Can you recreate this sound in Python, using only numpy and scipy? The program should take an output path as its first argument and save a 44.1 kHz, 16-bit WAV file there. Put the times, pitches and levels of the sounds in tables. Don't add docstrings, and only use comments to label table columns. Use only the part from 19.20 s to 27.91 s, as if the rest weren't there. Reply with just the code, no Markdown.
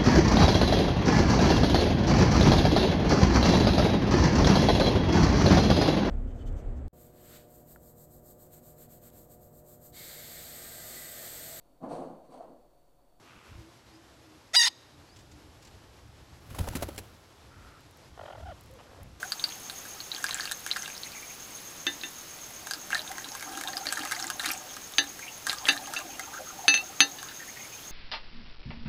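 import sys
import numpy as np
from scipy import signal
from scipy.fft import rfft, irfft, next_fast_len
from scipy.io import wavfile

SR = 44100
rng = np.random.default_rng(int(sys.argv[2]) if len(sys.argv) > 2 else 0)


def master(y):
    cut = np.clip(np.atleast_2d(y).T, -1, 1)
    pcm = np.round(cut * 32767)
    wavfile.write(sys.argv[1], SR, pcm.astype(np.int16))


N = 384111
TIME = np.arange(N) / SR

# pitch_hz, level_db
HOOD_COLOUR = [(25, -6.5), (60, -1.5), (120, -1.5), (250, -0.5), (500, -2), (1200, -3), (2200, -5),
               (4400, -5.5), (7500, -7.5), (8600, -13), (12000, -8), (13500, -15), (15500, -12)]
# pitch_hz, level_db
GEAR_TONES = [(6352, -54), (6402, -59), (6440, -66), (6520, -58.5), (6593, -54), (6641, -62)]
# pitch_hz, level_db
MOTOR_WHINE = [(120, -71), (5399, -63.5), (15121, -62), (15150, -71)]
# start_s, length_s, end_level_db, swell_db
POURS = [(0.097, .21, -47, 9.5), (.92, .34, -39.5, 5), (1.459, .23, -41.5, 1), (3.487, .05, -41.5, 5.5),
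         (3.702, .08, -38, 0), (3.87, .73, -42, 5.5), (4.642, .41, -38.5, -0.5), (5.189, .13, -33, 2),
         (6.254, .065, -33, 2), (6.438, .09, -34, 2), (6.68, .12, -43, 0)]
# pitch_hz, level_db
PATTER_COLOUR = [(800, -37), (1100, -26.5), (1650, -5.5), (2500, -5.5), (4200, -2), (5600, -7), (7800, -30),
                 (10000, -57)]
# time_s, level_db
RUN_OFF_LEVELS = [(0, -60), (.6, -65), (1.1, -67), (2, -71.5), (3.45, -65), (3.8, -52.5), (4.15, -58),
                  (4.75, -50), (5.35, -57), (5.6, -68), (6.15, -63), (6.45, -50.5), (7.2, -57.5),
                  (7.6, -56.5), (8.7, -73.5)]
# pitch_hz, level_db
HOLLOW_TONES = [(298, -3.5), (335, -1), (800, -13)]
# start_s, ring_db, pitch_hz, hit_db
HEAVY_DROPS = [(0.0296, -18.5, 1550, -15), (0.1207, -12, 4540, -3.5), (0.2403, -7.5, 4470, -4.5),
               (0.4985, -20, 4083, -10.5), (0.8039, -20.5, 4175, -18), (0.9166, -17, 4000, -31),
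               (1.1444, -12, 7350, -10), (1.198, -20.5, 1685, -10), (1.3136, -31, 1600, -4),
               (1.3199, -18.5, 3960, -1), (1.4644, -38, 1710, -3.5), (1.5137, -8.5, 3950, -32),
               (1.5622, -18.5, 1690, -27), (1.834, -20, 4170, -32), (3.471, -32, 1640, -8),
               (3.5106, -20.5, 4770, -2), (3.536, -17.5, 4900, -7), (3.7047, -23.5, 1560, -13),
               (3.7298, -13, 1616, -22), (3.7524, -16, 1690, -14), (3.793, -18.5, 3960, -16),
               (4.0443, -21, 3840, -31), (4.4744, -17.5, 3700, -13), (4.5696, -14.5, 4840, -10),
               (4.7252, -17, 7750, 0.5), (4.772, -19, 1670, -20), (4.9212, -23, 1760, 0),
               (5.0262, -16, 5270, -26), (5.1016, -50, 1590, 0), (5.1964, -18, 3920, -6),
               (5.2598, -20, 3960, 0), (5.289, -21, 4900, -11), (5.315, -12, 11700, -13),
               (6.2687, -22.5, 1780, 1)]
# start_s, length_s, level_db, first_hz, last_hz
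GURGLE_RUNS = [(1.859, .27, -38, 2270, 2430), (3.876, 0.86, -43.5, 984, 700), (4.799, 0.69, -46, 1220, 595),
               (6.022, 0.058, -31.5, 2330, 2710), (6.418, 0.6, -47.5, 840, 650),
               (6.902, .14, -39, 2680, 2950), (7.132, 0.058, -32.5, 1414, 1564),
               (7.191, 0.047, -33, 590, 604), (7.257, 0.171, -39.5, 1420, 826),
               (8.06, .58, -38, 1466, 3150)]
# start_s, funnel_db, beaker_db, upper_db, crack_db, free_ring_s, spot
CLINKS = [(2.6672, -8, -29, -5, -8, 0.008, 0), (2.8353, -19, -32, -18, -19, 0.0027, 0),
          (5.7835, 0, -25, 5.5, -1, 0.0046, 1), (6.4871, 1, -15.5, -10, -6, 0.0034, 1),
          (6.7642, -15.5, -25.5, -14, -29, 0.0067, 1), (7.4813, 1.5, -14, -5, 1, 0.12, 2),
          (7.5414, -10.5, -26, 3, -6, 0.0039, 2), (7.5507, -12.5, -21.5, -4.5, -35, 0.0078, 2),
          (7.5760, -19, -50, -7, -14, 0.0027, 2), (7.8049, 2, -16.5, 1, 8.5, 0.02, 2),
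          (7.985, -22.5, -50, 0, -40, .003, 1), (8.086, -24, -57, -6, -40, .003, 1)]
# pitch_hz, fade_s, spot0_db, spot1_db, spot2_db
FUNNEL_TONES = [(285, 0.3, -30, -35, -34), (345, 0.16, -24, -37, -37), (800, 0.25, -41, -38, -36),
                (1322, 0.2, -41, -42, -36), (1590, 0.12, -24, -31, -29), (1680, 0.15, -26, -23, -36),
                (1740, 0.14, -25, -24, -24), (1778, 0.15, -19, -24, -24), (1997, 0.14, -22, -30, -29),
                (2845, 0.09, -26, -22, -23), (2955, 0.11, -24, -24, -25), (3526, 0.1, -19, -25, -33),
                (3603, 0.14, -14, -26, -33), (3642, 0.1, -25, -24, -27), (3740, 0.17, -25, -28, -23),
                (3840, 0.09, -38, -22, -23), (3982, 0.14, -38, -26, -41), (4105, 0.18, -31, -31, -30),
                (4265, 0.13, -39, -45, -20), (4370, 0.09, -37, -33, -21), (4616, 0.11, -32, -25, -27),
                (4686, 0.08, -35, -22, -34), (4788, 0.11, -39, -40, -24), (6450, 0.07, -26, -27, -27),
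                (7400, 0.06, -57, -42, -47), (10490, 0.1, -53, -45, -33), (10960, 0.1, -41, -37, -30)]
# free_hz, pressed_hz, free_fade_s, pressed_fade_s
BEAKER_TONES = [(2630, 2720, .55, .08), (6190, 6235, .26, .085)]


def from_db(db):
    return 10 ** (np.asarray(db) / 20)


def unit_level(x):
    return x / np.sqrt(np.mean(x ** 2) + 1e-20)


def level_at(colour, hz):
    pitches, levels = np.transpose(colour)
    return np.interp(np.log(hz + 1e-3), np.log(pitches), levels)


def band(x, low_hz, high_hz, order=2):
    sos = signal.butter(order, [low_hz, min(high_hz, .45 * SR)], "band", fs=SR, output="sos")
    return signal.sosfilt(sos, x + 1e-18)


def add(out, start_s, sound):
    i = int(np.clip(round(start_s * SR), 0, N))
    out[i:i + len(sound)] += sound[:N - i]


def drift(turns_per_s):
    points = rng.standard_normal(4096)
    return unit_level(np.interp(TIME * turns_per_s, np.arange(len(points)), points))


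def ring(clicks, hz, fade_s):
    keep, angle = from_db(-60 / (fade_s * SR)), 2 * np.pi * hz / SR
    return signal.lfilter([0, np.sin(angle)], [1, -2 * keep * np.cos(angle), keep * keep], clicks + 1e-18)


def hood_air(level_db=-46):
    size = next_fast_len(N)
    colour = from_db(level_at(HOOD_COLOUR, np.arange(size // 2 + 1) * SR / size))
    hiss = irfft(rfft(rng.standard_normal(size)) * colour, size)[:N]
    return from_db(level_db) * unit_level(hiss)


def tones(rows, wander):
    return sum(np.sqrt(2) * from_db(db) * np.sin(2 * np.pi * hz * TIME + wander * drift(5.7))
               for hz, db in rows)


def motor(turn_hz=7.907, peak_s=.079, chirr_db=-51, gears_db=-2, throb_db=5, flutter=0.3):
    turn = 2 * np.pi * turn_hz * (TIME - peak_s)
    swell = unit_level(from_db(throb_db * np.cos(turn)) * (1 + flutter * np.cos(5 * turn)))
    chirr = from_db(chirr_db) * unit_level(band(rng.standard_normal(N), 6150, 6700))
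    gears = from_db(gears_db) * tones(GEAR_TONES, wander=0.9)
    return swell * (chirr + gears) + tones(MOTOR_WHINE, wander=1.0)


def fizz(level_db=-59, per_s=170, count=9):
    clicks = rng.uniform(-0.63, 1, N) * (rng.random(N) < per_s * np.exp(-TIME / 5) / SR)
    group = rng.integers(0, count, N)
    pitches = np.geomspace(8500, 13000, count)
    pops = sum(ring(clicks * (group == k), hz, fade_s=0.015) for k, hz in enumerate(pitches))
    return from_db(level_db) * unit_level(pops)


def flow(seep_db=-66, open_s=.02, close_s=.035, dribble_db=-15, dribble_s=.45):
    power = from_db(seep_db) ** 2
    for start, length, db, swell_db in POURS:
        opening = np.clip((TIME - start) / open_s, 0, 1)
        to_come = np.clip(1 - (TIME - start) / length, 0, 1)
        after = np.maximum(TIME - start - length, 0)
        closing = np.maximum(np.exp(-after / close_s), from_db(dribble_db) * np.exp(-after / dribble_s))
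        power = power + (from_db(db - swell_db * to_come) * opening * closing) ** 2
    return np.sqrt(power)


def funnel_tick(clicks, cone_hz=1660, cone_fade_s=0.022, cone_db=-20):
    return band(clicks + from_db(cone_db) * ring(clicks, cone_hz, cone_fade_s), 1050, 10500)


def patter(level_db=-3, peak_per_s=1150, spread_db=5.5, spray_db=-4, cycles=3.2, count=26):
    trickle = flow()
    busy = np.sqrt(trickle / trickle.max())
    sizes = from_db(spread_db * np.minimum(rng.exponential(1, N), 3))
    clicks = rng.choice([-1, 1], N) * (rng.random(N) < peak_per_s * busy / SR) / np.sqrt(busy)
    group = rng.integers(0, 4 * count, N)
    bubbles = 0
    for k, hz in enumerate(np.geomspace(900, 11000, count)):
        gain = from_db(level_at(PATTER_COLOUR, hz)) * hz
        bubbles = bubbles + gain * ring(clicks * sizes * (group == k), hz, np.log(1000) * cycles / hz)
    spray = funnel_tick(clicks * np.sqrt(sizes) * (group >= count))
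    return from_db(level_db) * trickle * (unit_level(bubbles) + from_db(spray_db) * unit_level(spray))


def bubble(hz, cycles, rise):
    t = TIME[:int(5 * cycles / hz * SR)]
    age = t * hz / cycles
    pitch_hz = hz * (1 + rise * np.tanh(age / 2))
    return (1 - np.exp(-2 * t * hz)) * np.exp(-age) * np.sin(2 * np.pi * np.cumsum(pitch_hz) / SR)


def run_off(hollow_db=-2.5, glug_db=6, count=800):
    burble = np.zeros(N)
    for when, size, strength in rng.random((count, 3)):
        note = bubble(1400 * 2 ** (-1.4 * size), cycles=10, rise=.08)
        add(burble, when * N / SR, strength * note * 2 ** -size)
    glugs = from_db(glug_db * drift(21))
    hollow = sum(from_db(db) * ring(rng.standard_normal(N), hz, fade_s=.055) for hz, db in HOLLOW_TONES)
    level = from_db(np.interp(TIME, *np.transpose(RUN_OFF_LEVELS)))
    return level * band(unit_level(burble) + from_db(hollow_db) * unit_level(glugs * hollow), 226, 3100)


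def light_drops(count=90, bubble_share=.3, spread_db=4, low_hz=3630, high_hz=8100, slap_hz=1600):
    strength = flow() / flow().max()
    poured = np.cumsum(strength ** 1.05)
    chances, lucks = rng.random((count, 3)), rng.standard_normal(count)
    rows = []
    for k, (late, kind, size) in enumerate(chances):
        at = np.searchsorted(poured, poured[-1] * (k + late) / count)
        db = 20 * np.log10(strength[at] ** 0.25) + spread_db * lucks[k]
        if kind < bubble_share:
            rows.append((at / SR, db - 18.5, low_hz * (high_hz / low_hz) ** size, db - 30))
        else:
            rows.append((at / SR, db - 29.5, slap_hz * 2 ** (1.1 * (size - .5)), db - 8))
    return rows


def drops(tick_db=-3, splash_db=-12, splash_s=0.0047, splash_per_s=1500):
    bubbles, ticks, t = np.zeros(N), np.zeros(N), TIME[:SR // 20]
    for start, ring_db, hz, hit_db in list(HEAVY_DROPS) + light_drops():
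        specks = rng.standard_normal(len(t)) * (rng.random(len(t)) < splash_per_s / SR)
        strike = (t == 0) + from_db(splash_db) * specks * np.exp(-t / splash_s)
        note = bubble(hz, cycles=4, rise=.03)
        add(bubbles, start, from_db(ring_db) * signal.fftconvolve(strike, note))
        add(ticks, start, from_db(hit_db) * strike)
    return bubbles + from_db(tick_db) * funnel_tick(ticks)


def gurgles(level_db=-5, clusters_per_s=18, cluster_s=.018, scatter=0.28, per_cluster=4):
    out = np.zeros(N)
    for start, length, db, first_hz, last_hz in GURGLE_RUNS:
        chances = rng.random((SR // 1000, per_cluster, 2))
        for step, cluster in zip(np.arange(0, length * clusters_per_s), chances):
            age = (step + (step > 0) * (cluster[0, 0] - .5)) / clusters_per_s
            hz = first_hz * (last_hz / first_hz) ** (age / length)
            for k, (delay, size) in enumerate(cluster):
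                note = bubble(hz * (1 + scatter * (size - .5)), cycles=8, rise=.02)
                add(out, start + age + cluster_s * delay * (k > 0), from_db(db + level_db) * note)
    return out


def beaker_ring(free_s, upper_db, settle_s=0.0077):
    t = TIME[:SR // 2]
    pressed = .5 + .5 * np.tanh((t - free_s) / settle_s)
    out = 0
    for (free_hz, pressed_hz, free_fade_s, pressed_fade_s), db in zip(BEAKER_TONES, (0, upper_db)):
        hz = free_hz + pressed * (pressed_hz - free_hz)
        loss = np.log(1000) * np.cumsum((1 - pressed) / free_fade_s + pressed / pressed_fade_s) / SR
        out = out + from_db(db) * np.exp(-loss) * np.sin(2 * np.pi * np.cumsum(hz) / SR)
    return out


def clinks(funnel_trim_db=-1, crack_hz=3100, rattle_db=-19, rattle_s=0.0049, knock_db=-27, knock_s=0.045):
    out, t, table = np.zeros(N), TIME[:SR // 2], np.array(FUNNEL_TONES)
    hz, fade_s = table[:, :1], table[:, 1:2]
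    fading_tones = np.exp(-np.log(1000) * t / fade_s) * np.sin(2 * np.pi * hz * t)
    for start, funnel_db, beaker_db, upper_db, crack_db, free_s, spot in CLINKS:
        strengths = from_db(table[:, 2 + int(spot)]) * rng.choice([-1, 1], len(table))
        crack = band(ring(t == 0, crack_hz, fade_s=0.0018), 1240, 20000)
        rattle = band(rng.standard_normal(len(t)), 990, 5500, order=3) * np.exp(-t / rattle_s)
        knock = band(rng.standard_normal(len(t)), 160, 1400) * np.exp(-t / knock_s)
        funnel = strengths @ fading_tones + from_db(knock_db) * knock + from_db(rattle_db) * rattle
        add(out, start, from_db(funnel_db + funnel_trim_db) * funnel)
        add(out, start, from_db(beaker_db) * beaker_ring(free_s, upper_db) + from_db(crack_db) * crack)
    return band(out, 140, 18000)


def hood_echo(x, fade_s=0.074, first_s=0.001068):
    t = TIME[:SR // 2]
    bounces = rng.standard_normal(len(t)) * (t > first_s)
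    tail = band(bounces, 260, 9000, order=1) * np.exp(-np.log(1000) * t / fade_s)
    return signal.fftconvolve(x, tail / np.sqrt(np.sum(tail ** 2)))[:N]


def scene(liquid_echo_db=-8, glass_echo_db=-18, deep_echo_db=-2):
    liquid = drops() + patter() + fizz()
    deep = gurgles() + run_off()
    glass = clinks()
    echo = hood_echo(from_db(liquid_echo_db) * liquid + from_db(deep_echo_db) * deep
                     + from_db(glass_echo_db) * glass)
    return (liquid + deep + glass + echo + motor() + hood_air())[None]


def record(dry, cutoff_hz=15500):
    treble_cut = signal.ellip(10, .1, 70, cutoff_hz, fs=SR, output="sos")
    return signal.sosfilt(treble_cut, np.clip(dry, -1, 1))


dry = scene()
out = record(dry)
master(out)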